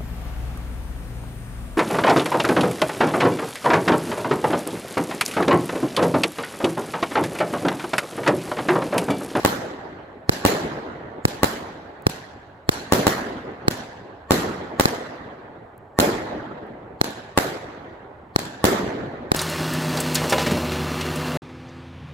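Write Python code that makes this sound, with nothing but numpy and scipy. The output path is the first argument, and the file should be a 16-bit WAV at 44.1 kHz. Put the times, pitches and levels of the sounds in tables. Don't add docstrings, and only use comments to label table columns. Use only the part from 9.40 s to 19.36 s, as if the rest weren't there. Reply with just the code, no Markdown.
import sys
import numpy as np
from scipy import signal
from scipy.io import wavfile
from scipy.ndimage import uniform_filter1d

SR = 44100
rng = np.random.default_rng(int(sys.argv[2]) if len(sys.argv) > 2 else 0)


def how_loud(loudness_db):
    steps = np.asarray(loudness_db, float) / 20
    return 10 ** steps


def persist_wave(psi):
    counts = np.round(np.clip(psi, -1, 1) * 32767).astype(np.int16)
    wavfile.write(sys.argv[1], SR, np.atleast_2d(counts).T)


N = 439236
HOP, FRAME = 128, 512

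# (time [s], roll level [dB], push length [ms], ground echo delay [ms], trunk echo level [dB])
BURSTS = [
    (0.0493, -22.5, 0.47, 10.9, 0),
    (1.0509, -19.5, 0.65, 10.9, -4.5),
    (2.0324, -24, 0.51, 10.9, -4.5),
    (3.523, -20, 0.58, 10.7, -6),
    (3.6684, -23, 0.53, 10.3, -5),
    (4.9080, -19.5, 0.6, 10.7, -8.5),
    (5.3977, -22.5, 0.47, 11.0, -3),
    (6.5887, -19, 0.53, 11, -52),
    (7.9756, -23, 0.44, 10.8, -0.5),
    (9.2420, -18.5, 0.62, 9.9, -9),
]
# (time [s], roll level [dB], push length [ms], wall echo level [dB], thud level [dB])
LIFTS = [
    (-.06, -28, 0.84, -10, -12),
    (0.894, -24.5, 0.95, -21, -9.5),
    (1.8530, -29, 1, -19, -9),
    (2.6678, -30, 0.9, -17, -8),
    (3.2917, -25.5, 1, -22.5, -12),
    (4.2824, -27, 0.79, -15, -13),
    (5.456, -32.5, 0.65, -15, -15),
    (7.6139, -27, 0.55, -13, -16),
    (8.9617, -26.5, 0.55, -12, -14.5),
    (9.9179, -24.5, 0.6, -9, -14),
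]


def evened(x):
    return x / np.sqrt(np.mean(abs(x) ** 2) + 1e-20)


def read(points, hz):
    f, value = np.transpose(points)
    return np.interp(np.log(hz + 1), np.log(f + 1), value)


def add(mix, s, sound):
    if s > 0:
        part = mix[:, round(s * SR):][:, :sound.shape[1]]
        part += sound[:, :part.shape[1]]


def night_air(lumpy_db=2.5):
    # (frequency [Hz], level [dB])
    air_colour = [(25, -23), (50, -22.5), (90, -9.5), (200, -29), (800, -17.5), (3000, -52.5),
                  (6000, -63.5), (16000, -68.5)]
    hz, t, z = signal.stft(rng.standard_normal((2, N)), SR, nperseg=2048)
    z[1] = 1.2 * z[0] + .5 * z[1]
    lumps = evened(uniform_filter1d(rng.standard_normal(len(t)), 4)) * (hz < 150)[:, None]
    gain = how_loud(read(air_colour, hz)[:, None] + lumpy_db * lumps)
    air = signal.istft(z * gain, SR, nperseg=2048)[1][:, :N]
    return how_loud(-48.5) * evened(air)


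def scraps():
    # (time [s], peak level [dB], left minus right [dB])
    landings = [
        (2.6224, -43, -4),
        (6.379, -46.5, 3.5),
        (7.2674, -59, -1),
    ]
    out = np.zeros((2, N))
    t = np.arange(200) / SR
    for s, db, pan_db in landings:
        tick = np.diff(rng.standard_normal(201)) * np.exp(-t / .0008)
        add(out, s, how_loud(db - 1.5) * how_loud(np.array([[pan_db / 2], [-pan_db / 2]])) * tick)
    return out


def waking(age, wake_s, rise_s, first_db, first_s, swell_db_per_s):
    since = np.maximum(age - wake_s, 0)
    onset = 0.077 + 1 - np.exp(-(since / rise_s) ** 2)
    first_trees_db = first_db * (np.exp(-since / first_s) - 0.8366)
    return onset * how_loud(first_trees_db + swell_db_per_s * np.minimum(age, .9))


def stereo_field(left, other):
    # (frequency [Hz], coherence [0 to 1])
    likeness = [(60, 0.95), (130, 0.9), (290, 0.99), (640, 0.56), (1410, 0.077), (3100, -0.15),
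                (6200, 0.31), (7400, 0.85)]
    # (frequency [Hz], left minus right [dB])
    balance = [(60, -0.5), (130, -2), (290, 0), (640, -0.5), (1410, -5.5), (3100, 2.5), (6820, -1),
               (15000, 2)]
    # (frequency [Hz], lead of the left [rad])
    phase = [(0, 4.5), (780, -1.15), (1640, 4.5), (3270, 9.5), (5340, 22.5), (6550, 24.5), (7000, 14),
             (16600, 21.5)]
    hz = np.fft.rfftfreq(FRAME, 1 / SR)[:, None]
    same = np.clip(read(likeness, hz), 0, 1)
    right = (same * left + np.sqrt(1 - same ** 2) * other) * np.exp(-1j * read(phase, hz))
    half_lean = how_loud(read(balance, hz) / 2)
    return np.array([left * half_lean, right / half_lean])


def woods(echoes_per_s=6000, spread_db=3.0, patchy_db=2.2):
    # (frequency [Hz], level [dB per Hz])
    burst_colour = [(24, -46), (40, -20), (316, -5), (406, -8), (656, -9), (1060, -13.5), (1840, -14.5),
                    (2620, -23), (3370, -21.5), (11900, -27), (15300, -23), (16500, -69)]
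    # (frequency [Hz], level [dB per Hz])
    lift_colour = [(24, -58), (40, -24), (102, -9), (258, -6.5), (427, -10.5), (802, -11.5), (1290, -20),
                   (1580, -11), (2140, -21), (4230, -21), (8000, -25.5), (14900, -32), (16500, -66.5)]
    # (frequency [Hz], reverberation time [s])
    near_t60 = [(60, 0.53), (160, 0.89), (420, 1), (1100, 1), (2900, 0.74), (7700, 0.52), (15000, 0.3)]
    # (frequency [Hz], level [dB])
    deep_colour = [(60, -1.5), (200, -8.5), (850, -8.5), (1050, -9.5), (2000, -8.5), (2250, -11),
                   (5000, -12), (12000, -32)]
    # (frequency [Hz], reverberation time [s])
    deep_t60 = [(60, 3.2), (200, 2.35), (500, 2.99), (1200, 2.49), (2500, 2.03), (5000, 1.1), (12000, 1.17)]
    # (wake [s], rise [s], first trees [dB], their fade [s], swell [dB/s])
    burst_roll, lift_roll = (.011, 0.0078, 2.4, 0.12, 8.73), (0.019, 0.0051, 3.6, 0.017, 7.4)
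    # (bass at a roll of -22 dB [dB], bass per roll [dB/dB])
    burst_bass, lift_bass = (0.5, 1.03), (-1.5, .05)

    clicks = rng.choice([-1., 1.], (2, N)) * (rng.random((2, N)) < echoes_per_s / SR)
    clicks *= how_loud(spread_db * np.minimum(rng.exponential(1, (2, N)), 4))
    hz, t, z = signal.stft(clicks, SR, nperseg=FRAME, noverlap=FRAME - HOP)
    power = np.zeros(z.shape[1:])
    bass = np.clip(np.log2(900 / (hz + 1)), 0, 1)
    for blasts, roll, colour, (bass_db, deeper) in ((BURSTS, burst_roll, burst_colour, burst_bass),
                                                    (LIFTS, lift_roll, lift_colour, lift_bass)):
        shape = evened(how_loud(read(colour, hz)))
        for s, db, *_ in blasts:
            after = (t > s) & (t < s + 2.5)
            age = t[after] - s
            near = how_loud(-60 * age / read(near_t60, hz)[:, None])
            deep = how_loud(read(deep_colour, hz)[:, None] - 60 * age / read(deep_t60, hz)[:, None])
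            spectrum = shape * how_loud(db + (bass_db + deeper * (db + 22)) * bass)
            level = spectrum[:, None] * waking(age, *roll)
            power[:, after] += level ** 2 * (near ** 2 + deep ** 2)
    patches = uniform_filter1d(rng.standard_normal(power.shape), 6, 0)
    patches = evened(uniform_filter1d(patches, 12, 1))
    z = stereo_field(*(z / clicks.std())) * np.sqrt(power) * how_loud(patchy_db * patches)
    return signal.istft(z, SR, nperseg=FRAME, noverlap=FRAME - HOP)[1][:, :N]


def shock(push_ms, lag_ms, overload, cross, rough, own=1):
    ms = np.arange(700) * 1000 / SR - 1
    u = np.maximum(ms - np.array([[lag_ms], [0]]), 0) / push_ms
    grit = np.array([[.9, .3], [.9, -0.62]]) @ rng.standard_normal(u.shape)
    grit = rough * grit * np.exp(-u / 1.6)
    ports = overload * ((1 - u) * np.exp(-u) + grit) * (u > 0)
    return np.tanh(np.array([[1], [own]]) * ports - np.array(cross)[:, None] * ports[::-1])


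def ring(db):
    t = np.arange(400) / SR
    wander = uniform_filter1d(rng.standard_normal(400), 30)
    turns = np.cumsum(4164 * (1 + .6 * wander)) / SR
    return how_loud(db) * np.array([[.12], [1]]) * np.sin(2 * np.pi * turns) * np.exp(-t / .0008)


def thud(db, swing_ms=2.27):
    u = np.arange(-700, 700) * 1000 / SR / swing_ms
    return how_loud(db) * np.array([[.9], [1]]) * (1.08 * u ** 2 - 1) * np.exp(-u ** 2 / 1.85)


def lifts():
    out = np.zeros((2, N))
    for s, _, push_ms, wall_db, thud_db in LIFTS:
        s -= .0013
        add(out, s, how_loud(4.5) * shock(push_ms, .3, 2.6, (.04, .9), 0.065, own=0.72))
        add(out, s + 0.001018, ring(-5.0 - 0.51 * (thud_db + 13.5)))
        add(out, s + 0.0022 - 700 / SR, thud(thud_db))
        add(out, s + .0024, how_loud(0.5) * shock(2.45 * push_ms, 0.23, 0.48, (.05, .05), 0.06))
        add(out, s + .0298, how_loud(wall_db) * shock(push_ms, 0.11, 2.4, (.1, .2), 0.19))
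        add(out, s + .0935, how_loud(wall_db - 10) * shock(push_ms, .1, 1.7, (.1, .2), .1))
    return out


def bursts():
    # (delay [ms], level [dB], left port lag [ms], push length factor)
    trunks = [
        (2.5, 0.5, .1, 0.4),
        (3.599, 0, -0.017, 0.76),
    ]
    out = np.zeros((2, N))
    for s, _, push_ms, ground_ms, trunk_db in BURSTS:
        s -= .001
        bounce = s + ground_ms / 1000
        add(out, s, how_loud(4.25) * shock(push_ms, -0.1, 3.46, (.12, .05), 0.09))
        add(out, bounce - .0004, how_loud(5.0) * shock(1.09 * push_ms, 0.49, 1.65, (.05, .3), 0.08))
        for ms, db, lag_ms, size in trunks:
            direct = shock(size * push_ms, lag_ms, 2.22, (.1, .1), 0.062)
            add(out, s + ms / 1000, how_loud(db + trunk_db) * direct)
            bounced = shock(size * push_ms, lag_ms, 1.42, (.1, .1), 0.074)
            add(out, bounce + ms / 1000, how_loud(db - 8.5) * bounced)
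        flash = np.clip(-trunk_db / 14, 0, 1)
        add(out, bounce + .0037, flash * how_loud(-6) * shock(1.1 * push_ms, 0.24, 2.3, (.1, .1), 0.42))
        add(out, bounce + .0046, flash * ring(-6.5))
    return out


def scene():
    return night_air() + scraps() + woods() + lifts() + bursts()


def port_resonances(x):
    hz, width_hz = 4100, 370
    x = x + 0.52 * np.array([[.6], [1.5]]) * signal.lfilter(*signal.iirpeak(hz, hz / width_hz, SR), x)
    hz, width_hz = 7450, 900
    return x + 0.8 * signal.lfilter(*signal.iirpeak(hz, hz / width_hz, SR), x)


def smear_ahead(x, fade_s=.007):
    # (frequency [Hz], level [dB])
    whistles = [(1120, 4), (1820, 7.5), (4300, -5), (7300, -8.5)]
    t = np.arange(-2048, 2049) / SR
    band = signal.butter(1, (900, 9000), "band", fs=SR)
    hiss = signal.lfilter(*band, rng.standard_normal((2, len(t))))
    tones = sum(how_loud(db) * np.sin(2 * np.pi * (hz * t + rng.random((2, 1)))) for hz, db in whistles)
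    smear = np.array([[.6], [1.3]]) * (evened(hiss) + tones) * np.exp(t / fade_s) * (t < 0)
    both = x.mean(0, keepdims=True)
    loud = both * (abs(both) > .4)
    return how_loud(-19.5) * signal.oaconvolve(loud, smear / np.sqrt(fade_s * SR), "same", axes=1)


def low_pass(x):
    return signal.sosfilt(signal.butter(12, 17020, fs=SR, output="sos"), x)


def record(dry):
    x = port_resonances(dry)
    low_side = signal.filtfilt(*signal.butter(1, 130, fs=SR), x[0] - x[1]) / 2
    x = x - 0.58 * np.array([low_side, -low_side])
    ceiling = .86
    x = np.clip(signal.lfilter(*signal.butter(1, 70, "high", fs=SR), x), -ceiling, ceiling)
    x = x + smear_ahead(x)
    band_limit = signal.firwin(255, 16000, window=("kaiser", 8), fs=SR)
    x = signal.oaconvolve(x, band_limit[None], "same")
    return low_pass(x)


dry = scene()
out = record(dry)
persist_wave(out)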